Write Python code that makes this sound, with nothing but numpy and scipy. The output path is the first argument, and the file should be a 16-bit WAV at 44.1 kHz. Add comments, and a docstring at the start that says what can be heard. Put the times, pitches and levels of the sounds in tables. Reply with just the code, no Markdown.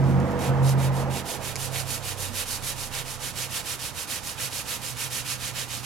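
"""Beside a street, a hand block with fine sandpaper is pushed quickly to and fro over a coated fibreglass hull.
Close up, grit rasps in every stroke as bursts of tiny random fractures and rings the block's resonances.
Coarse grains snap now and then as struck resonances; a panel booms dully once.
At first a motor vehicle passes nearby, as filtered noise and sines tied to its crank rate;
then its drone sinks in pitch and fades into distant traffic."""
import sys
import numpy as np
from scipy import signal
from scipy.fft import rfft, irfft, next_fast_len
from scipy.io import wavfile

SR = 44100
rng = np.random.default_rng(int(sys.argv[2]) if len(sys.argv) > 2 else 0)


def store_pcm(level_fs):
    """Save levels as 16-bit WAV."""
    pcm = np.round(np.clip(level_fs, -1, 1) * 32767).astype(np.int16)
    wavfile.write(sys.argv[1], SR, np.atleast_2d(pcm).T)


N = 257984
TIME = np.arange(N) / SR
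SIZE = next_fast_len(N + 4096)
FREQS = np.maximum(np.arange(SIZE // 2 + 1) * SR / SIZE, 1)

NEAREST_S = 0.45  # the vehicle is nearest
# lead of the left port for street sounds: frequency_hz, left_lead_rad
STREET_LEAD = [(40, 1), (130, 1), (500, 0.78), (1200, 0.44), (3000, .1)]


def from_db(db):
    """Decibels to gain."""
    return 10 ** (np.asarray(db) / 20)


def rms_one(x):
    """Scale to unit power."""
    return x / np.sqrt(np.mean(x ** 2) + 1e-20)


def in_time(rows):
    """One curve over time for each column after the first."""
    s, *columns = np.transpose(rows)
    return [np.interp(TIME, s, c) for c in columns]


def over_hz(points):
    """Join points on a log-frequency axis."""
    hz, value = np.transpose(points)
    return np.interp(np.log(FREQS), np.log(hz), value)


def filtered(x, response):
    """Pass a signal through a frequency response."""
    return irfft(rfft(x, SIZE) * response, SIZE)[..., :N]


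def resonances(modes):
    """Response of damped modes in parallel."""
    response = 0
    for hz, width, db in modes:
        response = response + from_db(db) / (1 + 1j * (FREQS ** 2 - hz ** 2) / (FREQS * width))
    return response


def drift(rate_hz):
    """Slow random wander with spread 1, made at every 64th sample."""
    count = 4096
    hz = np.arange(count // 2 + 1) * SR / (64 * count)
    slow = irfft(rfft(rng.standard_normal(count)) / (1 + (hz / rate_hz) ** 2))
    return np.interp(np.arange(N) / 64, np.arange(count), rms_one(slow))


def ports(pair, colour, balance, likeness, phase):
    """Colour two unrelated signals and mix them into a partly alike left and right; rms 1."""
    alike = np.clip(over_hz(likeness), 0, .999)
    mid, side = rfft(pair, SIZE)
    sign = np.array([[1], [-1]])
    gains = from_db(sign * over_hz(balance) / 2)
    gains = gains / np.sqrt(np.mean(gains ** 2, axis=0))
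    gains = gains * np.exp(.5j * sign * over_hz(phase))
    both = np.sqrt(1 + alike) * mid + sign * np.sqrt(1 - alike) * side
    return rms_one(irfft(both * gains * colour, SIZE)[:, :N])


def pass_by():
    """Relative dB as the vehicle goes by: distance alone, then the engine bay with load and shadow."""
    pass_s, falloff = 0.52, 1.307  # time scale of the pass; amplitude fades as this power of distance
    away_s, away_over_s, shadow_db = 1.21, 0.032, -9  # its front faces away, which shades the engine bay
    ease_s, ease_over_s, load_db = 0.24, .04, 7  # the engine eases off; until then it is rougher
    distance_db = -10 * falloff * np.log10(1 + ((TIME - NEAREST_S) / pass_s) ** 2)
    away = .5 + .5 * np.tanh((TIME - away_s) / away_over_s)
    load = .5 - .5 * np.tanh((TIME - ease_s) / ease_over_s)
    return distance_db, distance_db + shadow_db * away + load_db * load


def street_noise(spectrum, ring_db=0):
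    """Steady noise from the street, coloured by narrow resonances of the surroundings."""
    # narrow bands that stand out: frequency_hz, width_hz, level_db
    street_modes = [(264, 14, -9), (500, 46, -3), (575, 17, -14), (700, 26, -3), (830, 92, 2),
                    (960, 123, -1), (1200, 38, -6.5)]
    # level of left over right: frequency_hz, left_right_db
    street_balance = [(30, -9), (70, -5), (130, -3), (500, -3.5), (1000, -4.5), (3000, -5.5), (12000, -5)]
    # how alike the two ports sound: frequency_hz, likeness (0-1)
    street_likeness = [(30, 0.4), (120, 0.59), (300, 1), (600, 1), (1200, 0.69), (3000, 0.38), (10000, 0.2)]
    ring = np.abs(1 + from_db(ring_db) * resonances(street_modes))
    colour = from_db(over_hz(spectrum)) * ring
    return ports(rng.standard_normal((2, SIZE)), colour, street_balance, street_likeness, STREET_LEAD)


def street(roar_db=-30.0, flutter_db=1.2, rumble_db=-36, rumble_fall_db_per_s=5, far_rumble_db=-53,
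           traffic_db=-42.5):
    """Tyre roar and a quickly sinking rumble of the passing vehicle over far traffic."""
    # noise spectra of tyres and body, of the low rumble, and of far traffic: frequency_hz, density_db
    roar_spectrum = [(100, 1.5), (250, -2), (350, 0.5), (420, 2), (530, 3.5), (680, 1.5), (850, -2.5),
                     (1300, -5.5), (2000, -10.5), (3200, -21.5), (6000, -52), (15000, -60)]
    rumble_spectrum = [(20, -54), (50, -37), (80, -42), (130, 12), (200, 4), (300, 1.5), (500, -25),
                       (1500, -56)]
    traffic_spectrum = [(20, -21.5), (45, 4), (70, 2), (115, 0.5), (180, -2.5), (340, -8.5), (520, -9.5),
                        (900, -10.5), (1400, -8), (2500, -15.5), (6000, -19), (15000, -31)]
    distance_db, bay_db = pass_by()
    roar_gain = from_db(roar_db + distance_db + flutter_db * drift(1.7))
    near_rumble = from_db(rumble_db + bay_db - rumble_fall_db_per_s * TIME)
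    rumble_gain = np.hypot(near_rumble, from_db(far_rumble_db))
    roar = roar_gain * street_noise(roar_spectrum)
    rumble = rumble_gain * street_noise(rumble_spectrum)
    traffic = from_db(traffic_db) * street_noise(traffic_spectrum)
    return roar + rumble + traffic


def engine(note_db=4.0, uneven_db=-31, whine_db=-42, waver_db=2.5, wander_rad=0.44, far_waver_db=3.0,
           far_wander_rad=0.74, far_loss_db=-3, whine_wander_rad=0.61, level_db=-3.0, pan_db=-3.2):
    """Orders of the crank rate: exhaust note, firing hum, wavering lines between and a whine; a throb below."""
    # engine speed: time_s, crank_turns_per_s
    crank_rate = [(0, 16.8), (1.2, 16.6), (2.3, 16.2), (3.6, 15.95), (5.85, 15.2)]
    # exhaust note, eight times the crank rate: time_s, relative_db
    note = [(0.0, -22.5), (0.16, -22), (0.31, -34), (0.45, -37), (0.5, -20), (0.55, -26), (0.63, -19),
            (1.12, -29), (1.29, -51), (1.38, -41), (1.79, -36), (2.38, -54), (2.54, -44), (3.36, -43.5),
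            (4.32, -55.5), (4.43, -41.5), (4.56, -47), (5.85, -39.5)]
    # firing hum, six times the crank rate: time_s, relative_db
    hum = [(0, -36), (1.2, -53), (1.5, -41), (2.3, -37.5), (2.5, -45), (5.85, -56.5)]
    # lines of the uneven firing: crank_multiple, relative_db
    uneven_lines = [(4, -19), (5, -2), (7.5, -11), (10, -18), (11, -3), (13, -7.5), (14, -11.5), (15, -13),
                    (16, -8.5), (19, -11.5), (22, -13)]
    # very deep throb: time_s, pitch_hz, relative_db
    throb = [(0.9, 38, -64), (2, 34, -47), (2.9, 29.3, -44), (3.3, 27.3, -50), (3.7, 26, -70)]
    crank = 2 * np.pi * np.cumsum(in_time(crank_rate)[0]) / SR
    _, bay_db = pass_by()
    far = TIME / TIME[-1]  # the farther the vehicle, the more its tones fade in and out on the way
    tone = np.zeros(N)

    exhaust_db = note_db + in_time(note)[0] + far * far_loss_db
    for order, db in ((8, exhaust_db), (6, in_time(hum)[0])):
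        gain = from_db(db + far * far_waver_db * drift(9))
        tone += gain * np.sin(order * crank + far * far_wander_rad * drift(12))

    for order, db in uneven_lines:
        phase = order * crank + rng.uniform(0, 2 * np.pi) + wander_rad * drift(17.0)
        tone += from_db(uneven_db + bay_db + db + waver_db * drift(6.8)) * np.sin(phase)

    # the whine beams sideways and flares as the vehicle is nearest
    beam_db, beam_s = 9, 0.23
    flare_db = beam_db * np.exp(-((TIME - NEAREST_S) / beam_s) ** 2)
    whine_phase = 29 * crank + whine_wander_rad * drift(4.6)
    tone += from_db(whine_db + bay_db + flare_db) * np.sin(whine_phase)

    throb_hz, throb_db = in_time(throb)
    tone += from_db(throb_db) * np.sin(2 * np.pi * np.cumsum(throb_hz) / SR)

    half = np.array([[.5], [-.5]])  # left and right share the difference
    direction = from_db(half * pan_db) * np.exp(1j * half * over_hz(STREET_LEAD))
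    return np.sqrt(2) * from_db(level_db) * filtered(tone, direction)


def arm_motion(rasp_power, creep):
    """The block speeds up and stops in each stroke; gives speed and the strengths of hiss, rasp and fizz."""
    # strokes, push and pull in turn: top_speed_s, relative_db, bite_db (lower rasp against the stroke)
    strokes = [(0.095, -48, -1), (0.29, -54, -5), (0.446, -35, -1.5), (0.687, -32.5, -8.5),
               (0.84, -34.5, -2.5), (0.985, -38, -5.5), (1.166, -32.5, -2), (1.314, -31, -6.5),
               (1.474, -32.5, -2), (1.638, -29.5, -9.5), (1.78, -29.5, -4.5), (1.927, -29, -6),
               (2.09, -30.5, -4), (2.236, -30, -7), (2.397, -27, -5.5), (2.525, -27.5, -9),
               (2.687, -27.5, -8), (2.826, -31, -8), (2.98, -30.5, -2), (3.114, -33, -6.5),
               (3.262, -30, -6), (3.413, -28.5, -5.5), (3.566, -27.5, -6), (3.71, -29, -8),
               (3.85, -30, -5.5), (4.008, -31, -6), (4.137, -28, -4.5), (4.289, -31.5, -7),
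               (4.44, -27.5, -5), (4.573, -29, -7.5), (4.722, -28.5, -5.5), (4.878, -31, -6),
               (5.032, -28, -5.5), (5.167, -27.5, -7.5), (5.311, -27, -7), (5.461, -28.5, -5.5),
               (5.603, -28.5, -4.5), (5.747, -29.5, -7), (5.895, -27.5, -4)]
    # top fizz against the hiss: time_s, relative_db
    fizz_curve = [(0, -2.5), (2.3, 0), (3.3, -2), (4.5, -1), (5.05, -0.5), (5.6, -6), (5.85, -3)]
    # the block turns this far between two top speeds, or rests if they lie far apart
    turn_share, longest_half_s = 0.43, 0.073
    push_steep, pull_steep = 1.09, 0.96  # how steeply the sound swells with speed
    hesitant_steep, settled_s = 0.33, 1.3  # added at first, until the rhythm has settled
    speed, hiss, rasp, fizz = np.zeros((4, N))
    gaps = np.diff([row[0] for row in strokes])
    run_ups = np.minimum((1 - turn_share) * np.r_[np.inf, gaps], longest_half_s)
    run_outs = np.minimum(turn_share * np.r_[gaps, np.inf], longest_half_s)
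    for k, (s, level_db, bite_db) in enumerate(strokes):
        steep = pull_steep if k % 2 else push_steep
        steep += hesitant_steep * max(1 - (s / settled_s) ** 2, 0)
        travel = np.interp(TIME, [s - run_ups[k], s, s + run_outs[k]], [0, .5, 1])
        swell = np.abs(np.sin(np.pi * travel)) ** steep
        speed += swell
        hiss += from_db(level_db) * swell
        rasp += from_db(level_db + bite_db) * swell ** rasp_power
        fizz += from_db(level_db) * swell ** 1.01  # the top needs speed
    fizz *= from_db(in_time(fizz_curve)[0])
    # once the rhythm is under way the paper never quite rests at a turn
    under_way = np.interp(TIME, [1.05, 1.6], [.15, 1])
    resting = creep * from_db(in_time(strokes)[0]) * under_way
    # the top fizz and the rasp die down further than the hiss
    return speed, np.hypot(hiss, resting), np.hypot(rasp, resting / 2), np.hypot(fizz, 0.66 * resting)


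def grit(speed, per_s, spread_db):
    """Tiny fractures of uneven size, more of them at speed; even in power."""
    chance = np.clip(per_s * (speed + .25) / SR, .001, 1)
    sizes = from_db(spread_db * np.minimum(rng.exponential(1, (2, N)), 5))
    breaks = rng.random((2, N)) < chance
    return breaks * sizes * rng.standard_normal((2, N)) / np.sqrt(chance)


def at_block(pair, colour):
    """A sound from the sanding block as the two microphone ports hear it."""
    # level of left over right: frequency_hz, left_right_db
    block_balance = [(400, -28), (1400, -9), (2400, -4.5), (3600, -6), (4800, -7.5), (7000, -7), (8500, -3),
                     (9600, -1.5), (11100, 3), (11700, -10), (13400, -14), (14200, -18)]
    # how alike the two ports sound: frequency_hz, likeness (0-1)
    block_likeness = [(400, 0.47), (2000, 0.87), (6000, 0.76), (10500, 0.76), (13400, 0.93), (15000, .15)]
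    # lead of the left port: frequency_hz, left_lead_rad
    block_lead = [(1000, -0.22), (2000, -0.26), (3800, 0.64), (5700, 0.057), (7400, -0.98), (11100, 0.012),
                  (11800, 0.11)]
    return ports(pair, colour, block_balance, block_likeness, block_lead)


def sanding(hiss_db=-5.5, fizz_db=-6.5, rasp_db=-4.5, ring_db=-8.0, creep=0.2, judder_db=0.56,
            rasp_judder_db=1.0, rasp_power=0.66, split_hz=7500):
    """Grit hisses with speed; a stroke that bites harder also rasps lower and rings the block."""
    # fine hiss and lower rasp of the grit: frequency_hz, density_db
    hiss_spectrum = [(300, -16), (1200, -7), (2200, -11), (3300, -4), (4600, -1), (6500, -0.5),
                     (8000, -0.5), (10500, 1), (11500, 0), (12700, -3.5), (14000, -8), (15800, -14.5)]
    rasp_spectrum = [(150, -3), (250, -3.5), (350, -21), (490, -1.5), (700, -6.5), (1200, -12.5), (1700, 1),
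                     (2100, -3.5), (2700, 1.5), (3600, -1), (5000, -11), (9000, -14)]
    # resonances of block and hull: frequency_hz, width_hz, level_db
    block_modes = [(1747, 160, -3.5), (1938, 60, 1.5), (2240, 70, -0.5), (2443, 53, 1), (2515, 160, 1.5),
                   (2877, 160, -7), (3050, 43, -3.5), (3770, 200, -4), (5510, 130, -12), (6930, 133.5, -4)]
    speed, hiss_gain, rasp_gain, fizz_gain = arm_motion(rasp_power, creep)
    low_share = 1 / (1 + (FREQS / split_hz) ** 6)  # power share of hiss below the fizz
    colour = from_db(over_hz(hiss_spectrum))
    hiss_grit = grit(speed, per_s=22000, spread_db=2.0)
    fizz_grit = grit(speed, per_s=20000, spread_db=2.0)
    rasp_grit = grit(speed, per_s=16000, spread_db=1.5)
    ring_grit = grit(speed, per_s=10000, spread_db=1.2)
    hiss = from_db(hiss_db) * at_block(hiss_grit, colour * np.sqrt(low_share))
    fizz = from_db(fizz_db) * at_block(fizz_grit, colour * np.sqrt(1 - low_share))
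    rasp = from_db(rasp_db) * at_block(rasp_grit, from_db(over_hz(rasp_spectrum)))
    ring = from_db(ring_db) * at_block(ring_grit, resonances(block_modes))
    # the grip of the paper wavers along the way
    grip = from_db(judder_db * drift(42))
    rasp_grip = from_db(rasp_judder_db * drift(30))
    return grip * (hiss_gain * hiss + fizz_gain * fizz + rasp_gain * (rasp + ring) * rasp_grip)


def snaps(pan_db=-2.5, crumble=0.024, crumble_s=0.011):
    """A coarse grain breaks with one click and crumbles for a few milliseconds, exciting damped modes."""
    # coarse grains that catch and snap: start_s, relative_db, top_edge_hz
    snap_list = [(0.041, -34, 7000), (0.2015, -30, 12000), (0.207, -37, 10000), (0.311, -33, 12500),
                 (0.318, -31, 12500), (0.393, -26, 13000), (0.693, -15.5, 14000), (1.557, -13, 11000),
                 (1.564, -17, 8000), (1.759, -19.5, 3500), (1.802, -16.5, 12500), (1.905, -17, 12500),
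                 (2.9515, -19, 9000), (4.273, -17.5, 12500)]
    # what a snap rings with: frequency_hz, width_hz, level_db
    snap_modes = [(2390, 570, -2), (5130, 1100, -1.5), (6660, 980, -3.5), (10400, 3200, -6)]
    out = np.zeros(N)
    age = TIME[:SR // 20]
    impulse = irfft(resonances(snap_modes))[:len(age)]
    for s, level_db, edge_hz in snap_list:
        burst = (age == 0) + crumble * rng.standard_normal(len(age)) * np.exp(-age / crumble_s)
        lowpass = signal.butter(4, edge_hz, fs=SR, output="sos")
        ring = signal.sosfilt(lowpass, impulse)
        snap = signal.fftconvolve(burst, ring / np.abs(ring).max())[:len(age)]
        at = round(s * SR)
        out[at:at + len(age)] += from_db(level_db) * snap
    return out * from_db([[pan_db], [-pan_db]])


def hull_echoes(x, wet_db, t60_s):
    """Hull, hands and nearby walls scatter a short, dense tail."""
    tail = rng.standard_normal((2, N)) * from_db(-60 * TIME / t60_s) * (TIME > .001)
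    tail /= np.linalg.norm(tail, axis=1)[:, None]
    return x + from_db(wet_db) * filtered(x, rfft(tail, SIZE))


def bumps(rise_s=0.016):
    """A soft push of the hand makes a hull panel boom briefly: a sine that swells and dies away."""
    # dull bump of the hand on the hull: start_s, pitch_hz, envelope_peak_db
    bump_list = [(2.29, 235, -39)]
    out = np.zeros(N)
    for s, hz, peak_db in bump_list:
        age = np.maximum(TIME - s, 0)
        envelope = age / rise_s * np.exp(1 - age / rise_s)
        out += from_db(peak_db) * envelope * np.sin(2 * np.pi * hz * age)
    return out


def scene():
    """Sanding in front, the street behind."""
    close = hull_echoes(sanding() + snaps(), wet_db=-5.5, t60_s=0.061)
    return street() + engine() + close + bumps()


def record(dry):
    """Between 1.0 and 1.3 s the bass moves from left to right; the top is cut steeply."""
    # slide of the bass to the right: time_s, share (held at 1 at most)
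    bass_slide = [(1.0, 0), (1.25, 0.5), (1.5, 3)]
    # what stays on the left after the slide: frequency_hz, gain_db
    bass_left = [(30, -10), (90, -12), (140, -11.5), (260, -7.5), (600, -2), (1400, 0), (3000, 0.5)]
    share = np.clip(in_time(bass_slide)[0], 0, 1)
    moved = share * filtered(dry[0], 1 - from_db(over_hz(bass_left)))
    wide = np.array([dry[0] - moved, dry[1] + moved])
    cutoff_hz = 15900
    return signal.sosfilt(signal.ellip(10, .1, 80, cutoff_hz, fs=SR, output="sos"), wide)


dry = scene()
out = record(dry)
store_pcm(out)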